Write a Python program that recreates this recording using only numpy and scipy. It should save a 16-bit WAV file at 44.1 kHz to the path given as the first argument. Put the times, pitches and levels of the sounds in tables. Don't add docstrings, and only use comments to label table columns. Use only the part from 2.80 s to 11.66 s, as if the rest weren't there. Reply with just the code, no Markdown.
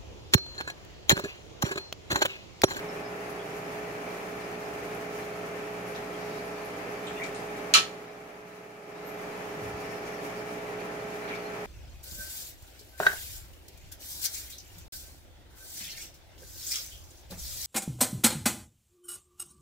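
import sys
import numpy as np
from scipy import signal
from scipy.fft import rfft, irfft, next_fast_len
from scipy.io import wavfile
from scipy.ndimage import uniform_filter1d, minimum_filter1d

SR = 44100
rng = np.random.default_rng(int(sys.argv[2]) if len(sys.argv) > 2 else 0)


def unload_audio(sound):
    columns = np.transpose(np.atleast_2d(sound))
    steps = np.round(np.clip(columns, -1, 1) * 32767)
    wavfile.write(sys.argv[1], SR, steps.astype(np.int16))


N = 390726
TIME = np.arange(N) / SR


def from_db(db):
    return 10 ** (np.asarray(db) / 20)


def rms_one(x):
    return x / np.sqrt(np.mean(x ** 2) + 1e-20)


def bins(size):
    return np.maximum(np.arange(size // 2 + 1) * SR / size, 1)


def at_hz(points, hz):
    table = np.array(points)
    return np.interp(np.log(hz), np.log(table[:, 0]), table[:, 1])


def drift(rate_hz, step_samples=64):
    size = 2 * (N // step_samples // 2 + 2)
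    rolloff = 1 + (bins(size) / step_samples / rate_hz) ** 2
    slow = irfft(rfft(rng.standard_normal(size)) / rolloff, size)
    return np.interp(np.arange(N) / step_samples, np.arange(size), rms_one(slow))


def room_noise(gain, size):
    # frequency_hz, coherence [-1 to 1]
    likeness = [(50, 0.84), (120, 0.95), (270, 0.96), (450, 0.89), (720, 0.2), (1000, 0.086), (1250, 0.11),
                (1500, -0.33), (1850, -0.28), (2350, 0.26), (3300, -0.04), (15000, 0.0094)]
    alike = np.clip(at_hz(likeness, bins(size)), -.99, .99)
    mid, side = rfft(rng.standard_normal((2, size)))
    common = np.sqrt((1 + alike) / 2) * mid
    opposed = np.sqrt((1 - alike) / 2) * side * [[1], [-1]]
    return irfft(gain * (common + opposed), size)


def dying(t60_s):
    return np.exp(-np.log(1000) * TIME[:SR] / t60_s)


def swelling(rise_s):
    return 1 - np.exp(-TIME[:SR] / rise_s)


def add(out, start_s, sound):
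    start = max(round(start_s * SR), 0)
    out[:, start:start + sound.shape[1]] += sound[:, :N - start]


def burst(level_db, centre_hz, octaves, rise_s=0.004, t60_s=0.21):
    distance = np.log2(bins(SR) / centre_hz) / octaves
    band = rms_one(room_noise(np.exp(-.5 * distance ** 2), SR))
    swell = dying(t60_s) * swelling(rise_s)
    return from_db(level_db) * band * swell / swell.max()


def pump(waver_db=0.4, mains_hz=60.022):
    # multiple [of mains], left_db, right_db, left_lead_rad
    harmonics = [(1, -64, -66, -0.6), (2, -57.5, -58, 0), (3, -52.5, -51.5, -0.2), (4, -65, -63, 0),
                 (5, -55, -53, 0), (6, -61, -62, 0.5), (7, -43, -43, -0.4), (8, -57, -56, 0.3),
                 (9, -66, -71, 0.5), (10, -58, -50, 0.3), (11, -55, -46, 0.2), (13, -58, -51, 0.8),
                 (14, -66, -50, -0.5), (16, -67, -65, 2.6), (17, -62, -76, 3), (18, -66, -62, -1.9),
                 (19, -68, -67, 0.4), (21, -67, -61, 0.4), (22, -61, -63, 0.2), (23, -66, -66, -3),
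                 (30, -66, -81, 3.1)]
    out = np.zeros((2, N))
    wavers = [from_db(waver_db * drift(1.9)) for _ in range(4)]
    for k, (multiple, left_db, right_db, lead_rad) in enumerate(harmonics):
        phase = 2 * np.pi * (multiple * mains_hz * TIME + rng.random())
        tone = np.sin([phase + lead_rad, phase])
        out += from_db([[left_db], [right_db]]) * tone * wavers[k % len(wavers)]
    return np.sqrt(2) * out


def outflow(flow_db=-0.34, spray_db=-0.26, surge_db=0.5, spatter_db=1.34, spatter_hz=5940.0):
    # [per Hz, before flow_db]
    wash = [(48, -100), (70, -77), (88, -92.5), (125, -76.5), (220, -72), (340, -73), (530, -69.8),
            (640, -75), (730, -71.5), (900, -74), (2400, -77), (3000, -84.5), (3700, -90.5), (6800, -91),
            (7700, -96.5), (11500, -96.5), (15000, -99.4)]
    # [rms, before flow_db]
    resonances = [(73, 2.5, -69.5), (109.7, 7, -67), (156.6, 3.4, -58.5), (278, 19, -55.5),
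                  (391.4, 9, -52.5), (415, 32, -53.5), (722, 47, -54.5), (1320, 18, -60), (1776, 40, -57),
                  (2340, 27, -59)]
    # frequency_hz, left_minus_right_db
    balance = [(200, -1), (430, -3.5), (650, -4.5), (900, 0), (1250, -0.6), (1800, 4.5), (2500, 1),
               (3200, -1.8), (12000, -0.5), (15000, -4)]
    size = next_fast_len(N)
    hz = bins(size)
    power = from_db(at_hz(wash, hz)) ** 2
    for centre_hz, width_hz, level_db in resonances:
        peak = 1 / (1 + ((hz - centre_hz) / width_hz) ** 2) ** 2
        power = power + from_db(level_db) ** 2 * peak / (np.pi / 2 * width_hz)
    gain = np.sqrt(power * SR / 2) * from_db(at_hz(balance, hz) * [[.5], [-.5]])
    low_share = 1 / (1 + (hz / spatter_hz) ** 4)
    body = room_noise(gain * np.sqrt(low_share), size)[:, :N]
    spray = room_noise(gain * np.sqrt(1 - low_share), size)[:, :N]
    surge = surge_db * drift(8.9)
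    flicker = from_db(spray_db + surge + spatter_db * drift(15.0))
    return from_db(flow_db + surge) * (body + spray * flicker)


def bubbles():
    # low_hz, high_hz, rate_per_s, level_db [rms]
    steady = [(450, 2570, 500, -57), (2940, 12300, 300, -67.5)]
    # height_s, level_db, pitch_hz
    trickles = [(3.58, -59.5, 4800), (7.28, -59.5, 5250)]
    swell_s, pitch_spread = 0.28, 0.205
    out = np.zeros((2, N))
    for low_hz, high_hz, per_s, level_db in steady:
        out += from_db(level_db) * bubble_cloud(low_hz, high_hz, per_s)
    drips = bubble_cloud(3380, 5640, per_s=13, cycles=55.0, spread_db=-1.0, glide=.02)
    out += from_db(-66.5) * drips
    for height_s, level_db, pitch_hz in trickles:
        low_hz, high_hz = pitch_hz * (1 - pitch_spread), pitch_hz * (1 + pitch_spread)
        trickle = bubble_cloud(low_hz, high_hz, per_s=130, cycles=32.0, spread_db=2.5, glide=.02)
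        swell = np.exp(-.5 * ((TIME - height_s) / swell_s) ** 2)
        out += from_db(level_db) * swell * trickle
    return out


def bubble_cloud(low_hz, high_hz, per_s, cycles=29.0, spread_db=4.0, glide=0.11, room_t60_s=0.29,
                 direct=0.36):
    walls = room_noise(1, SR) * dying(room_t60_s)
    walls /= np.sqrt(np.sum(walls ** 2) / 2)
    pings = np.zeros((1, N))
    for when, pitch, chance in rng.random((int(per_s * N / SR), 3)):
        length = cycles * SR / (low_hz * (high_hz / low_hz) ** pitch)
        age = np.arange(int(length)) / length
        size = from_db(spread_db * min(-np.log(1 - chance), 4))
        ping = np.sin(2 * np.pi * cycles * age * (1 + glide * age)) * np.exp(-np.log(100) * age)
        add(pings, when * TIME[-1], size * ping[None])
    echo = signal.oaconvolve(pings, walls[:, :SR // 2], axes=1)[:, :N]
    return rms_one(direct * pings + echo)


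def surface():
    # start_s, level_db, pitch_hz, left_minus_right_db
    pings = [(.086, -42, 5300, -5), (.249, -43, 5030, -4), (.412, -45, 2820, 0), (.592, -41.5, 3290, -1),
             (.850, -50, 5100, 0), (1.634, -48, 4980, 2), (1.852, -47.5, 5080, -2), (2.42, -49, 4100, 0),
             (3.335, -42.5, 3200, -2), (3.44, -51, 4680, -2), (3.495, -47, 4650, 0), (3.535, -49, 3850, 0),
             (3.555, -48, 5200, -2), (4.148, -52, 4600, 0), (4.275, -38, 1287, 0), (4.279, -39, 2650, 0),
             (4.346, -38.5, 2500, 0), (4.365, -35, 2720, 2), (4.364, -41, 3450, 0), (4.398, -27.5, 1970, 2),
             (4.417, -24, 2250, 3), (7.095, -47, 5350, 0), (7.135, -46, 5350, 0), (7.34, -45, 5550, 0),
             (8.428, -48, 4030, 0), (8.438, -35, 1660, 2), (8.475, -40, 2270, 4), (8.508, -32, 2290, 5),
             (8.530, -29.5, 2270, 6), (8.636, -48, 4130, 1), (8.658, -44, 4130, 1)]
    # start_s, level_db
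    ticks = [(.494, -54), (2.143, -54), (3.077, -54), (3.645, -57), (3.845, -54)]
    out = np.zeros((2, N))
    for start_s, level_db, pitch_hz, pan_db in pings:
        add(out, start_s, pop(level_db, pitch_hz, pan_db))
    for start_s, level_db in ticks:
        add(out, start_s, burst(level_db, centre_hz=11100, octaves=0.2))
    swish = burst(-41.5, centre_hz=1660, octaves=0.61, rise_s=0.032, t60_s=0.4)
    add(out, 8.472, swish)
    return out


def pop(level_db, pitch_hz, pan_db, swell_s=.002, climb_per_s=13, direct_share=.14):
    age = TIME[:SR // 2]
    swell = age / swell_s * np.exp(1 - age / swell_s)
    climbing = age + climb_per_s * (age - swell_s) ** 2 / 2
    ring = (swell * np.sin(2 * np.pi * pitch_hz * climbing))[None]
    walls = room_noise(1, SR) * dying(.16) * swelling(.005)
    echo = signal.fftconvolve(ring, walls[:, :len(age)], axes=1)[:, :len(age)]
    heard = np.sqrt(direct_share) * rms_one(ring) + np.sqrt(1 - direct_share) * rms_one(echo)
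    heard = heard * ring.std() / heard.std(axis=1, keepdims=True)
    return from_db(level_db + pan_db * np.array([[.5], [-.5]])) * heard


def knock(clatter_db=-14.5, ring_db=-16.0, ring_rise_s=0.013, crack_t60_s=0.018, body_t60_s=0.19,
          treble_t60_s=0.14, low_rise_s=0.0085, tail_db=-23.5, tail_t60_s=0.62):
    # start_s, clatter_db [relative to clatter_db above], crack_db
    contacts = [(4.938, -1, -15), (4.9398, -8, -10), (4.9486, -2.5, -17), (4.9557, -6, -18),
                (4.9700, -5.5, -26), (4.9906, -15, -29), (5.023, -22, -36)]
    # [relative, per Hz]
    clatter_spectrum = [(30, -32), (70, -22), (250, -14), (650, -14.5), (950, -9), (1250, -7), (1460, -5),
                        (1640, -5), (1850, -8), (2120, -9), (2400, -2), (2900, -0.5), (3450, -3),
                        (3750, -4.5), (4000, -1), (4300, 1), (4900, -8), (5300, -4.5), (6200, -9),
                        (6900, -4), (7300, -14), (9000, -14.5), (10800, -19), (12000, -25), (12550, -20),
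                        (13200, -33), (14100, -24), (15000, -42)]
    # [relative, per Hz]
    crack_spectrum = [(300, -36), (1400, -16), (2600, -5), (4050, 2), (5100, -5), (7000, 1), (9400, -13),
                      (12500, -17), (13200, -25), (14000, -9), (15000, -30)]
    # pitch_hz, level_db [relative to ring_db], t60_s
    modes = [(910, -14.5, .16), (1148, -7.5, .2), (1304, 0, 0.24), (1420, -13, .18), (1635, -5, 0.18),
             (1840, -11, 0.32), (1974, -13, 0.27), (2288, -8, .18), (2390, 2.5, .17), (2640, -2, .14),
             (2750, -3, .16), (2890, -6, .24), (2940, 1, .14), (3060, -2, 0.24), (3230, -6, .2),
             (3483, -0.5, 0.18), (3920, -3, .17), (4168, 2, .16), (4280, 4, .12), (4320, 0, .13),
             (4650, -3, .2), (4931, -12, .2), (5300, -5, .18), (5848, -5, .19), (6724, -2, .12),
             (6900, -8, .16), (7020, -4, .17), (7900, -12, .14), (8514, -9, .14), (9400, -15, .14),
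             (10192, -12, .14), (10872, -16, .14), (13959, -14, .12)]
    out, hz, age = np.zeros((2, N)), bins(SR), TIME[:SR]
    treble, bass = 1 / (1 + (6500 / hz) ** 4), 1 / (1 + (hz / 1600) ** 6)
    clatter_gain = from_db(at_hz(clatter_spectrum, hz))
    crack_gain = from_db(at_hz(crack_spectrum, hz))
    for start_s, level_db, crack_db in contacts:
        dense = rms_one(room_noise(clatter_gain, SR))
        bright, low = (irfft(rfft(dense) * share, SR) for share in (treble, bass))
        body = dense - bright - low * np.exp(-age / low_rise_s)
        clatter = body * dying(body_t60_s) + bright * dying(treble_t60_s)
        clatter += dense * from_db(tail_db) * dying(tail_t60_s)
        ragged = from_db(2.2 * drift(200, step_samples=16)[:SR])
        add(out, start_s, from_db(level_db + clatter_db) * clatter * ragged)
        crack = rms_one(room_noise(crack_gain, SR)) * dying(crack_t60_s)
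        add(out, start_s, from_db(crack_db) * crack)
    out_of_step = np.array([[0], [np.pi / 2]])
    for pitch_hz, level_db, t60_s in modes:
        start_s, rise_s = contacts[0][0], ring_rise_s
        if pitch_hz < 1500:
            start_s, rise_s = 4.9475, 0.0024
        phase = 2 * np.pi * (pitch_hz * age + rng.random()) + out_of_step * rng.choice([-1, 1])
        ring = dying(t60_s) * np.sin(phase) * swelling(rise_s)
        add(out, start_s, from_db(ring_db + level_db) * ring)
    return out * from_db([[-0.7], [0.7]])


def clicks():
    # start_s, body_db, body_hz, treble_db, treble_hz, width_octaves
    contacts = [(3.148, -48, 3650, -53, 5500, .25), (4.268, -42, 3380, -50, 7500, 0.17),
                (4.432, -47.5, 3650, -46.5, 6600, 0.36), (4.545, -51, 3800, -49.5, 7300, 0.3),
                (4.562, -54, 4700, -55, 8850, 0.16), (8.480, -52, 3900, -58, 5200, .2),
                (8.547, -54, 3900, -55, 5200, .2)]
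    out = np.zeros((2, N))
    for start_s, body_db, body_hz, treble_db, treble_hz, octaves in contacts:
        grain = from_db(2.4 * drift(260, step_samples=16)[:SR])
        contact = burst(body_db, body_hz, octaves) + burst(treble_db, treble_hz, octaves)
        add(out, start_s, contact * rms_one(grain))
    add(out, 6.25, burst(-50, centre_hz=12850, octaves=.004, t60_s=0.44))
    return out


def bump(rise_s=0.023):
    # pitch_hz, level_db [before the bump's own level], t60_s
    cabinet_modes = [(74.4, -42, 0.66), (111.5, -29.5, 0.29)]
    # start_s, level_db [relative]
    landings = [(6.815, -2.5), (6.92, -7)]
    out = np.zeros((2, N))
    add(out, 6.765, burst(-44, centre_hz=167, octaves=0.3))
    boom = np.zeros(SR)
    for pitch_hz, level_db, t60_s in cabinet_modes:
        boom += from_db(level_db) * dying(t60_s) * np.sin(2 * np.pi * pitch_hz * TIME[:SR])
    for start_s, level_db in landings:
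        add(out, start_s, (from_db(level_db) * boom * swelling(rise_s))[None])
        rumble = burst(level_db - 47, centre_hz=75, octaves=.7, rise_s=rise_s, t60_s=.6)
        add(out, start_s, rumble)
    return out


def scene():
    return pump() + outflow() + bubbles() + surface() + knock() + clicks() + bump()


def gain_control(x, threshold_db=-21.5, depth_db=9.0, hold_s=1.04, attack_s=0.23, release_s=0.24):
    power = uniform_filter1d(np.mean(x ** 2, axis=0), size=441)
    level_db = 10 * np.log10(np.maximum(power, 1e-12))
    wanted_db = -np.clip(level_db - threshold_db, 0, depth_db)
    hold = int(hold_s * SR / 2) * 2 + 1
    held_db = minimum_filter1d(wanted_db, hold, origin=hold // 2, mode="constant")
    keep = np.exp(-1 / (SR * np.array([attack_s, release_s])))
    fast, slow = (signal.lfilter([1 - k], [1, -k], held_db) for k in keep)
    return x * from_db(np.minimum(fast, slow))


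def record(dry):
    rounded = 1.6 * np.tanh(gain_control(dry) / 1.6)
    top_cut = signal.ellip(10, .1, 80, 15600, fs=SR, output="sos")
    return signal.sosfilt(top_cut, rounded)


dry = scene()
out = record(dry)
unload_audio(out)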